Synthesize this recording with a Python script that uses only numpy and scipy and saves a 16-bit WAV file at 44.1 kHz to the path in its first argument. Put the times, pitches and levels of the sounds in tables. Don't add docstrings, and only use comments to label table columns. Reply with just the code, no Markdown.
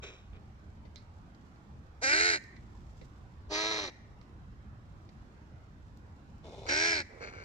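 import sys
import numpy as np
from scipy import signal
from scipy.fft import rfft, irfft
from scipy.io import wavfile
from scipy.ndimage import uniform_filter1d

SR = 44100
rng = np.random.default_rng(int(sys.argv[2]) if len(sys.argv) > 2 else 0)


def pcm_store(signal):
    levels = np.round(np.clip(np.atleast_2d(signal), -1, 1) * 32767)
    wavfile.write(sys.argv[1], SR, levels.astype(np.int16).T)


N = 328479

# frequency_hz, gain_db, left_minus_right_db, left_lead_rad
FIRST_CAW_THROAT = [(183, -16.5, 4, 0.7), (327, -10, 4, 0.14), (875, -16.5, 4.5, 0.67),
                    (1056, -24.5, -8, 1.65), (1562, 6.5, -5, 2.29), (1933, 5.5, -1, 3.65),
                    (2400, -5, 3, 5.63), (2990, -12.5, -1.5, 5.1), (3540, -19, -10.5, 3.5),
                    (3890, -10, -9, 8), (4960, -9.5, 6.5, 8), (5920, -17, -9, 8.5),
                    (6650, -11.5, -3.5, 10.6), (8070, -24, -24, 10.3), (11000, -42.5, -8, 18.3),
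                    (14500, -53.5, -20, 5)]
SECOND_CAW_THROAT = [(173, 0.5, 13, 0.5), (340, 8.5, 0.5, 0.14), (660, 6.5, 2.5, 0.23), (1250, 0, -0.5, 1),
                     (1394, -10.5, -9, -2.5), (1820, 1, 2, 4), (2450, -9, 1.5, 4.5), (2930, -8, 2.5, 4),
                     (3720, -6, -15, 7), (3700, 1, -0.5, 9), (4550, -3.5, -10.5, 4), (6240, -6.5, 1.5, 7.5),
                     (6930, -18.5, -5, 8), (8540, -29.5, -13, 3.5), (11000, -40.5, -11, 5),
                     (14500, -49, -24, -6)]
THIRD_CAW_THROAT = [(179, -18, 4, 1), (342, -13, 3.5, 0.16), (800, -18.5, 3.5, 0.44), (1194, -21.5, -5, 2),
                    (1520, 8.5, -8.5, 1.5), (2080, 9, 2.5, 4), (2290, 2, 1, 5), (2870, -6.5, 7, 8.5),
                    (3420, -13.5, -24, 6), (4250, -8.5, -2, 14.5), (5530, -10, 1, 12.5),
                    (6340, -17, -22, 18.5), (7150, -17, 0.5, 16.5), (8180, -27.5, -10, 13),
                    (10700, -45, -17, -8), (14500, -58, -18, 21)]
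GRUNT_THROAT = [(200, -18, -9, 1), (390, 8, -4, -0.1), (845, -8, 5, 1.5), (1200, -10, -1, 0.4),
                (2040, -14.5, 25, -0.5), (2310, -5, 2, 5), (2950, -11.5, -5, 3.5), (3810, -2, -2, 4.6),
                (4200, -20, 6, 8), (5730, -9.5, -2, 7.5), (7650, -18, -10, 11.5), (8550, -45, -8, 6),
                (14000, -47, -2, 9)]
GROWL_THROAT = [(199, -16, -2, 1), (397, 7, 1, 0.27), (900, -2.5, 3.5, 0.61), (1530, -30, 3, 2.0),
                (2430, -18, 10, 6.1), (2920, -20, 2, 1.1), (3720, -8.5, -0.5, 7.4), (4670, -19, -11, 20),
                (5100, -16, 1, 6.9), (7600, -23, -16, 7.6), (8900, -33, -14.5, 15), (14100, -49, 4, 6)]
REPLY_THROAT = [(201, -3.5, -21, 0.5), (450, 18, -9, -1), (1150, -2.5, -6, -1.5), (1410, 9.5, 0, -2.5),
                (1970, -3, 10, -2), (2210, 8, 4, 1.4), (3350, -26, -4, 1), (4350, -13, 5, 4.5),
                (5100, -23, -6, -3.5), (5860, -21, -1, -1), (7600, -33, -17, -6), (9000, -56, -6, -3),
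                (14000, -70, -6, -11)]
# start_s, length_s, attack_s, crest_s, top_pitch_hz, flat_start_share, second_pitch_ratio,
# second_join_s, second_gain, crest_roughness, low_db, throat_db, edge_db, fade_db_per_s, echo_send_db
CAW_CALLS = [(2.011, 0.377, 0.024, 0.25, 348.5, 0.325, 1.26, 0.115, 0.69, 0.25, -39.5, -26.5, -31.5, -18, -2),
             (3.49, 0.417, 0.048, 0.205, 328.2, 0.085, 1.32, -0.034, 0.41, 0.37, -40, -36.5, -37, -14.5, 2.5),
             (6.679, 0.354, 0.011, 0.19, 334.3, 0.22, 1.26, -0.01, 0.4, 0.33, -39, -29, -33, -14.5, -2)]
# slide_at_s, lower_from_hz, lower_to_hz, upper_from_hz, upper_to_hz, gain_before, gain_after, flare_db
WINDPIPE_RESONANCES = [(0.106, 2330, 2290, 5900, 4120, 1.0, 0.77, 3.5),
                       (0.092, 2500, 2310, 4760, 4040, 1, 1.05, 0.5),
                       (0.262, 2320, 2320, 5630, 4200, 1, 1.5, -0.3)]
# start_s, length_s, pitch_hz,
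# attack_s, low_db, throat_db, edge_db, fade_db_per_s, throat_name
GROWL_CALLS = [(0.016, 0.29, 196.7, 0.022, -47, -44.5, -50.5, -125, "grunt"),
               (0.322, 0.074, 186, 0.01, -61.5, -65.5, -89, -15, "grunt"),
               (6.421, 0.28, 212.7, 0.03, -53.5, -66, -66.5, 16, "growl"),
               (6.662, 0.05, 224.5, 0.0049, -46.5, -45.5, -47.5, -28, "reply"),
               (7.083, 0.19, 191, 0.017, -58.5, -67.5, -82, 41, "reply"),
               (7.193, 0.128, 201.6, 0.038, -44.5, -41.5, -50.5, -83, "reply"),
               (7.301, 0.15, 192.6, 0.015, -55.5, -52.5, -65, 18, "reply"),
               (7.434, 0.065, 185, 0.012, -69, -43.5, -42.5, -23, "reply")]
# start_s, level_db, t60_s, left_minus_right_db, tilt_db_per_octave
IMPACTS = [(0.3616, -62, 0.06, 2.5, 2), (0.8516, -52.5, 0.078, 10, -0.5), (0.9589, -42.5, 0.007, -11, 8),
           (1.3478, -60.5, 0.02, -3, 12), (1.5594, -62, 0.025, -8, 2), (2.4384, -61, 0.032, -16, 16),
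           (2.5643, -55, 0.053, -6, 3), (3.0131, -45.5, 0.079, -3, -1.5), (4.2137, -51, 0.016, -8, 3),
           (5.0903, -52.5, 0.033, -4, 2.5), (5.9728, -55.5, 0.012, -4, 20.5), (6.382, -65, 0.012, -4, 19)]
# frequency_hz, gain_db
IMPACT_SPECTRUM = [(530, 13), (900, -2), (1620, -19), (2010, 9.5), (2810, -12.5), (4050, -2), (5280, -9),
                   (5990, -14), (8350, -34.5), (9810, -52), (14000, -50)]
# middle_s, half_length_s, level_db
WALKING_BOUTS = [(1.35, 0.94, -81), (2.965, 0.26, -72), (5.15, 0.2, -78.5), (7.4, 0.85, -75)]
# frequency_hz, gain_db
GRASS_SPECTRUM = [(1500, -4), (3000, 0), (5500, 0.5), (7600, -1.5), (8800, -15.5), (14500, -20)]
# frequency_hz, gain_db
ECHO_SPECTRUM = [(200, 7), (600, 5.5), (1200, -2), (2000, 11), (2900, 1.5), (5000, 3), (12000, 10)]
# frequency_hz, relative_density_db
TOWN_SPECTRUM = [(12, -39), (20, -21.5), (59, -3), (76, -2.5), (189, -14.5), (211, -11), (270, -20),
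                 (302, -18), (328, -20.5), (484, -27.5), (940, -29), (2220, -42), (5690, -52), (9630, -66),
                 (15000, -70)]
# frequency_hz, correlation
TOWN_CORRELATION = [(60, 0.97), (130, 0.87), (290, 0.89), (640, 0.39), (1400, -0.4), (3090, 0.0039),
                    (6790, -0.089), (14900, -0.022)]
# frequency_hz, left_minus_right_db
TOWN_BALANCE = [(60, -1.0), (180, -1.5), (550, 0), (1640, -5.5), (4960, 0.5), (14900, -4)]

BAND_DB_PER_SAG = (-15, -28, -26.5)
BAND_ATTACK_RATIOS = (0.57, 1.32, 1)


def crows():
    near, far = np.zeros((2, 2, N))
    throats = (FIRST_CAW_THROAT, SECOND_CAW_THROAT, THIRD_CAW_THROAT)
    for (start_s, *call, echo_send_db), pipe, throat in zip(CAW_CALLS, WINDPIPE_RESONANCES, throats):
        sound = caw(call, pipe, throat)
        add(near, start_s, sound)
        add(far, start_s, sound * amp(echo_send_db))
    for start_s, *call in GROWL_CALLS:
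        sound = growl(*call)
        add(near, start_s, sound)
        add(far, start_s, sound)
    return near, far


def caw(call, pipe, throat, fall_share=0.26, yelp_s=0.0282, yelp_hz=15.75, solo_grip=0.29):
    (length_s, attack_s, crest_s, top_hz, flat_share, second_ratio, join_s, second_gain,
     crest_roughness, *bands_db, fade_db_per_s) = call
    t = np.arange(SR // 2) / SR
    yelp = 0.313 * np.exp(-t / yelp_s) * np.cos(2 * np.pi * yelp_hz * t)
    sag = flat_share * (np.clip(1 - t / crest_s, 0, 1) ** 1.35 + yelp)
    sag += fall_share * np.clip((t - crest_s) / (length_s - crest_s), 0, 1) ** 2.3
    pitch_hz = top_hz * (1 - sag)
    grip = solo_grip + (1 - solo_grip) * step(t, join_s, width_s=0.0058)
    detuning = (second_ratio - 1) * (1 + step(t, join_s, width_s=0.0194)) / 2
    wander = np.exp(0.312 * drift(len(t), 17.8))
    roughness = np.minimum(grip * (crest_roughness + 1.46 * sag) * wander, 1)
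    voice = syrinx(pitch_hz, pitch_hz * (1 + detuning), 0.61 * grip, roughness, second_gain,
                   jitter_s=0.0001, hiss=0.78)
    voice, flare_db = windpipe(voice, t, pipe)
    low_db, throat_db, edge_db = (
        db + db_per_sag * sag + fade_db_per_s * (t - crest_s) + envelope_db(t, ratio * attack_s, length_s)
        for db, db_per_sag, ratio in zip(bands_db, BAND_DB_PER_SAG, BAND_ATTACK_RATIOS))
    return radiate(voice, throat, (low_db, throat_db + flare_db, edge_db), smear_ms=1.137)


def growl(length_s, pitch_hz, attack_s, low_db, throat_db, edge_db, fade_db_per_s, throat_name,
          beat_hz=80.8, sink_hz_per_s=95):
    t = np.arange(SR // 2) / SR
    main_hz = pitch_hz - sink_hz_per_s * t
    voice = syrinx(main_hz, main_hz + beat_hz, coupling=0.34, roughness=np.full(len(t), 0.88),
                   second_gain=0.9, jitter_s=0.000477, hiss=0.75)
    throat = {"grunt": GRUNT_THROAT, "growl": GROWL_THROAT, "reply": REPLY_THROAT}[throat_name]
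    contour_db = fade_db_per_s * t + envelope_db(t, attack_s, length_s)
    return radiate(voice, throat, [db + contour_db for db in (low_db, throat_db, edge_db)], smear_ms=0.836)


def syrinx(main_hz, second_hz, coupling, roughness, second_gain, jitter_s, hiss, rattle_depth=0.5):
    n = len(main_hz)
    main_cycles, second_cycles = (np.cumsum(hz * (1 + 0.02397 * roughness * drift(n, 71.8))) / SR
                                  for hz in (main_hz, second_hz))
    rattle = np.exp(rattle_depth * coupling * np.cos(2 * np.pi * (second_cycles - main_cycles)))
    pull_cycles = 0.12 * second_gain * coupling * np.sin(2 * np.pi * second_cycles)
    main = claps(main_cycles + pull_cycles, rattle, jitter_s * roughness, 0.26 * roughness)
    second = claps(second_cycles, second_gain * coupling * rattle, jitter_s * roughness, 0.67 * roughness)
    puffs = np.exp(-(main_cycles % 1) / 0.33) * rattle * rng.standard_normal(n)
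    low_tone = 0.077 * coupling * np.cos(2 * np.pi * second_cycles)
    voice = unit(main + second) + hiss * roughness * unit(puffs) + low_tone
    return voice - 0.8 * (1 - coupling) * resonate(voice, main_hz, width_hz=120)


def claps(cycles, height, jitter_s, shimmer):
    at = np.flatnonzero(np.diff(np.floor(cycles)) > 0)
    timing_error, size_error = rng.standard_normal((400, 2))[:len(at)].T
    crossing = at + (np.ceil(cycles[at]) - cycles[at]) / (cycles[at + 1] - cycles[at])
    centre = crossing + SR * jitter_s[at] * timing_error
    size = height[at] * np.exp(shimmer[at] * size_error)
    samples = np.floor(centre)[:, None].astype(int) + np.arange(-7, 9)
    offset = samples - centre[:, None]
    pulses = size[:, None] * np.sinc(offset) * np.cos(np.pi * offset / 16) ** 2
    return np.bincount(np.clip(samples, 0, len(cycles) - 1).ravel(), pulses.ravel(), len(cycles))


def windpipe(voice, t, pipe, slide_s=0.011, flare_s=0.035):
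    slide_at_s, *endpoints, peak_flare_db = pipe
    slide = step(t, slide_at_s, slide_s)
    lower_hz, upper_hz, gain = (a + (b - a) * slide for a, b in zip(endpoints[::2], endpoints[1::2]))
    flare_db = peak_flare_db * np.exp(-((t - slide_at_s) / flare_s) ** 2)
    tremble = 1 + 0.01 * drift(len(t), 70)
    lower = amp(flare_db) * resonate(voice, lower_hz * tremble, width_hz=230)
    upper = 1.27 * resonate(voice, upper_hz * tremble, width_hz=290)
    return voice + gain * (lower + upper), flare_db


def radiate(voice, throat, levels_db, smear_ms):
    hz = np.fft.rfftfreq(len(voice), 1 / SR)
    filtered = colour(voice, lambda f: curve(throat, f))
    spectra = stereo_spectra(scatter(filtered, smear_ms), throat)
    spectra *= 1 - 1 / (1 + (hz / 200) ** 8)
    low, below_edge = (1 / (1 + (hz / corner_hz) ** 12) for corner_hz in (1150, 3300))
    sound = 0
    for share, level_db in zip((low, below_edge - low, 1 - below_edge), levels_db):
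        band = irfft(spectra * share, len(voice))
        running_rms = np.sqrt(uniform_filter1d((band ** 2).mean(0), size=3000) + 1e-20)
        sound = sound + band / running_rms * amp(level_db)
    return sound


def stereo_spectra(x, throat, stray_hz=8500):
    hz = np.fft.rfftfreq(len(x), 1 / SR)
    balance = amp(curve(throat, hz, column=2))
    stray = np.minimum((hz / stray_hz) ** 4, 2) * drift(len(x), 1400)[:len(hz)]
    lead_rad = curve(throat, hz, column=3) + stray
    return rfft(x) * np.array([balance * np.exp(1j * lead_rad), np.ones(len(hz))]) / np.hypot(balance, 1)


def scatter(x, smear_ms):
    hz = np.fft.rfftfreq(len(x), 1 / SR)
    delay_s = smear_ms / 1000 * drift(len(x), 180)[:len(hz)] ** 2
    comb = drift(len(x), 480)[:len(hz)]
    comb = unit(comb - uniform_filter1d(comb, size=220))
    ripple = amp(3 * comb * np.minimum(hz / 3500, 1))
    lag_rad = 2 * np.pi * np.cumsum(delay_s) * SR / len(x)
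    return irfft(rfft(x) * ripple * np.exp(-1j * lag_rad), len(x))


def pecks(gain_db=-1, ring_hz=3950, ring_t60_s=0.14, settle_db=-20, settle_t60_s=0.3):
    mix, t = np.zeros((2, N)), np.arange(SR // 4) / SR
    settling = amp(settle_db - 60 * t / settle_t60_s)
    hardest_db = max(row[1] for row in IMPACTS)
    for start_s, level_db, t60_s, pan_db, tilt_db in IMPACTS:
        def spectrum_db(hz):
            return curve(IMPACT_SPECTRUM, hz) + tilt_db * np.log2((hz + 200) / 4000)
        noise = np.array([unit(colour(rng.standard_normal(len(t)), spectrum_db)) for _ in range(2)])
        tick = noise * (amp(-60 * t / t60_s) + settling)
        ring_db = -10.5 + 4.9 * (level_db - hardest_db)
        ring = unit(resonate(noise[0], np.full(len(t), ring_hz), width_hz=450))
        ring *= amp(ring_db - 60 * t / ring_t60_s)
        add(mix, start_s, (tick + ring) * amp(level_db + gain_db + np.array([[0.5], [-0.5]]) * pan_db))
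    return mix


def grass(clicks_per_s=450, shuffle_db=-81, left_db=-3):
    size = amp(3 * np.minimum(rng.exponential(1, (2, N)), 4))
    clicks = (rng.random((2, N)) < clicks_per_s / SR) * rng.standard_normal((2, N)) * size
    blades = [colour(side, lambda hz: curve(GRASS_SPECTRUM, hz)) for side in clicks]
    crackle = np.array([unit(scatter(side, smear_ms=5.4)) for side in blades])
    t = np.arange(N) / SR
    walking_power = sum(amp(level_db) ** 2 * np.exp(-((t - middle_s) / half_s) ** 2)
                        for middle_s, half_s, level_db in WALKING_BOUTS)
    return crackle * np.sqrt(amp(shuffle_db) ** 2 + walking_power) * amp([[left_db], [0]])


def trees(sound, gain_db=-28, t60_s=0.62, fence_db=-21, fence_s=0.23, fence_hz=2100):
    t = np.arange(SR) / SR
    leaves = rng.standard_normal((2, SR)) * amp(-60 * t / t60_s) * (t > 0.015)
    fence = np.array([unit(resonate(noise, np.full(SR, fence_hz), width_hz=1000))
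                      for noise in rng.standard_normal((2, SR))])
    tails = leaves + amp(fence_db) * fence * np.exp(-((t - fence_s) / 0.022) ** 2)
    tails /= np.linalg.norm(tails[0])
    echoes = [signal.fftconvolve(side, tail)[:N] for side, tail in zip(sound, tails)]
    return amp(gain_db) * np.array([colour(echo, lambda hz: curve(ECHO_SPECTRUM, hz)) for echo in echoes])


def town(level_db=-51.5, patch_db=2.0):
    frames, hz = N // 512 + 6, np.fft.rfftfreq(2048, 1 / SR)
    left_re, left_im, other_re, other_im, patches = rng.standard_normal((5, frames, len(hz)))
    patches = unit(uniform_filter1d(uniform_filter1d(patches, size=12, axis=0), size=10, axis=1))
    correlation, balance = curve(TOWN_CORRELATION, hz), amp(curve(TOWN_BALANCE, hz) / 2)
    left = left_re + 1j * left_im
    right = correlation * left + np.sqrt(1 - correlation ** 2) * (other_re + 1j * other_im)
    spectra = np.array([left * balance, right / balance])
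    spectra *= amp(curve(TOWN_SPECTRUM, hz) + patch_db * patches) / np.sqrt(1 + correlation)
    rumble = signal.istft(spectra.swapaxes(1, 2), nperseg=2048, noverlap=1536)[1][:, :N]
    return amp(level_db) * rumble / np.std(rumble.mean(0))


def resonate(x, hz, width_hz):
    rotation, pole = np.exp(2j * np.pi * np.cumsum(hz) / SR), np.exp(-np.pi * width_hz / SR)
    return 2 * (rotation * signal.lfilter([1 - pole], [1, -pole], x / rotation)).real


def colour(x, db_at, size=4096):
    hz = abs(np.fft.fftfreq(size, 1 / SR))
    log_gain = np.log(amp(np.maximum(db_at(hz), -100)))
    taps = np.fft.ifft(np.exp(np.conj(signal.hilbert(log_gain)))).real[:size // 2]
    return signal.oaconvolve(x, taps)[:len(x)]


def drift(length, corner_hz):
    hz = np.fft.rfftfreq(length, 1 / SR)
    return unit(irfft(rfft(rng.standard_normal(length)) / (1 + (hz / corner_hz) ** 4), length))


def envelope_db(t, attack_s, length_s, release_s=0.03):
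    attack, release = np.clip(t / attack_s, 0, 1) ** 1.56, np.clip((length_s - t) / release_s, 0, 1)
    return 20 * np.log10(attack * release + 1e-9)


def step(t, at_s, width_s):
    return 0.5 + 0.5 * np.tanh((t - at_s) / (2 * width_s))


def curve(table, hz, column=1):
    columns = np.transpose(table)
    return np.interp(np.log(hz + 1), np.log(columns[0] + 1), columns[column])


def amp(db):
    return 10 ** (np.asarray(db) / 20)


def unit(x):
    return x / np.sqrt(np.mean(x ** 2) + 1e-20)


def add(mix, start_s, sound):
    part = mix[:, round(start_s * SR):][:, :sound.shape[1]]
    part += sound[:, :part.shape[1]]


def scene():
    near, far = crows()
    ticks = pecks()
    return near + ticks + trees(far + ticks) + grass() + town()


def record(dry, cutoff_hz=15200):
    taps = signal.firwin(511, cutoff_hz, window=("kaiser", 9), fs=SR)
    return signal.oaconvolve(dry, taps[None], "same")


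dry = scene()
out = record(dry)
pcm_store(out)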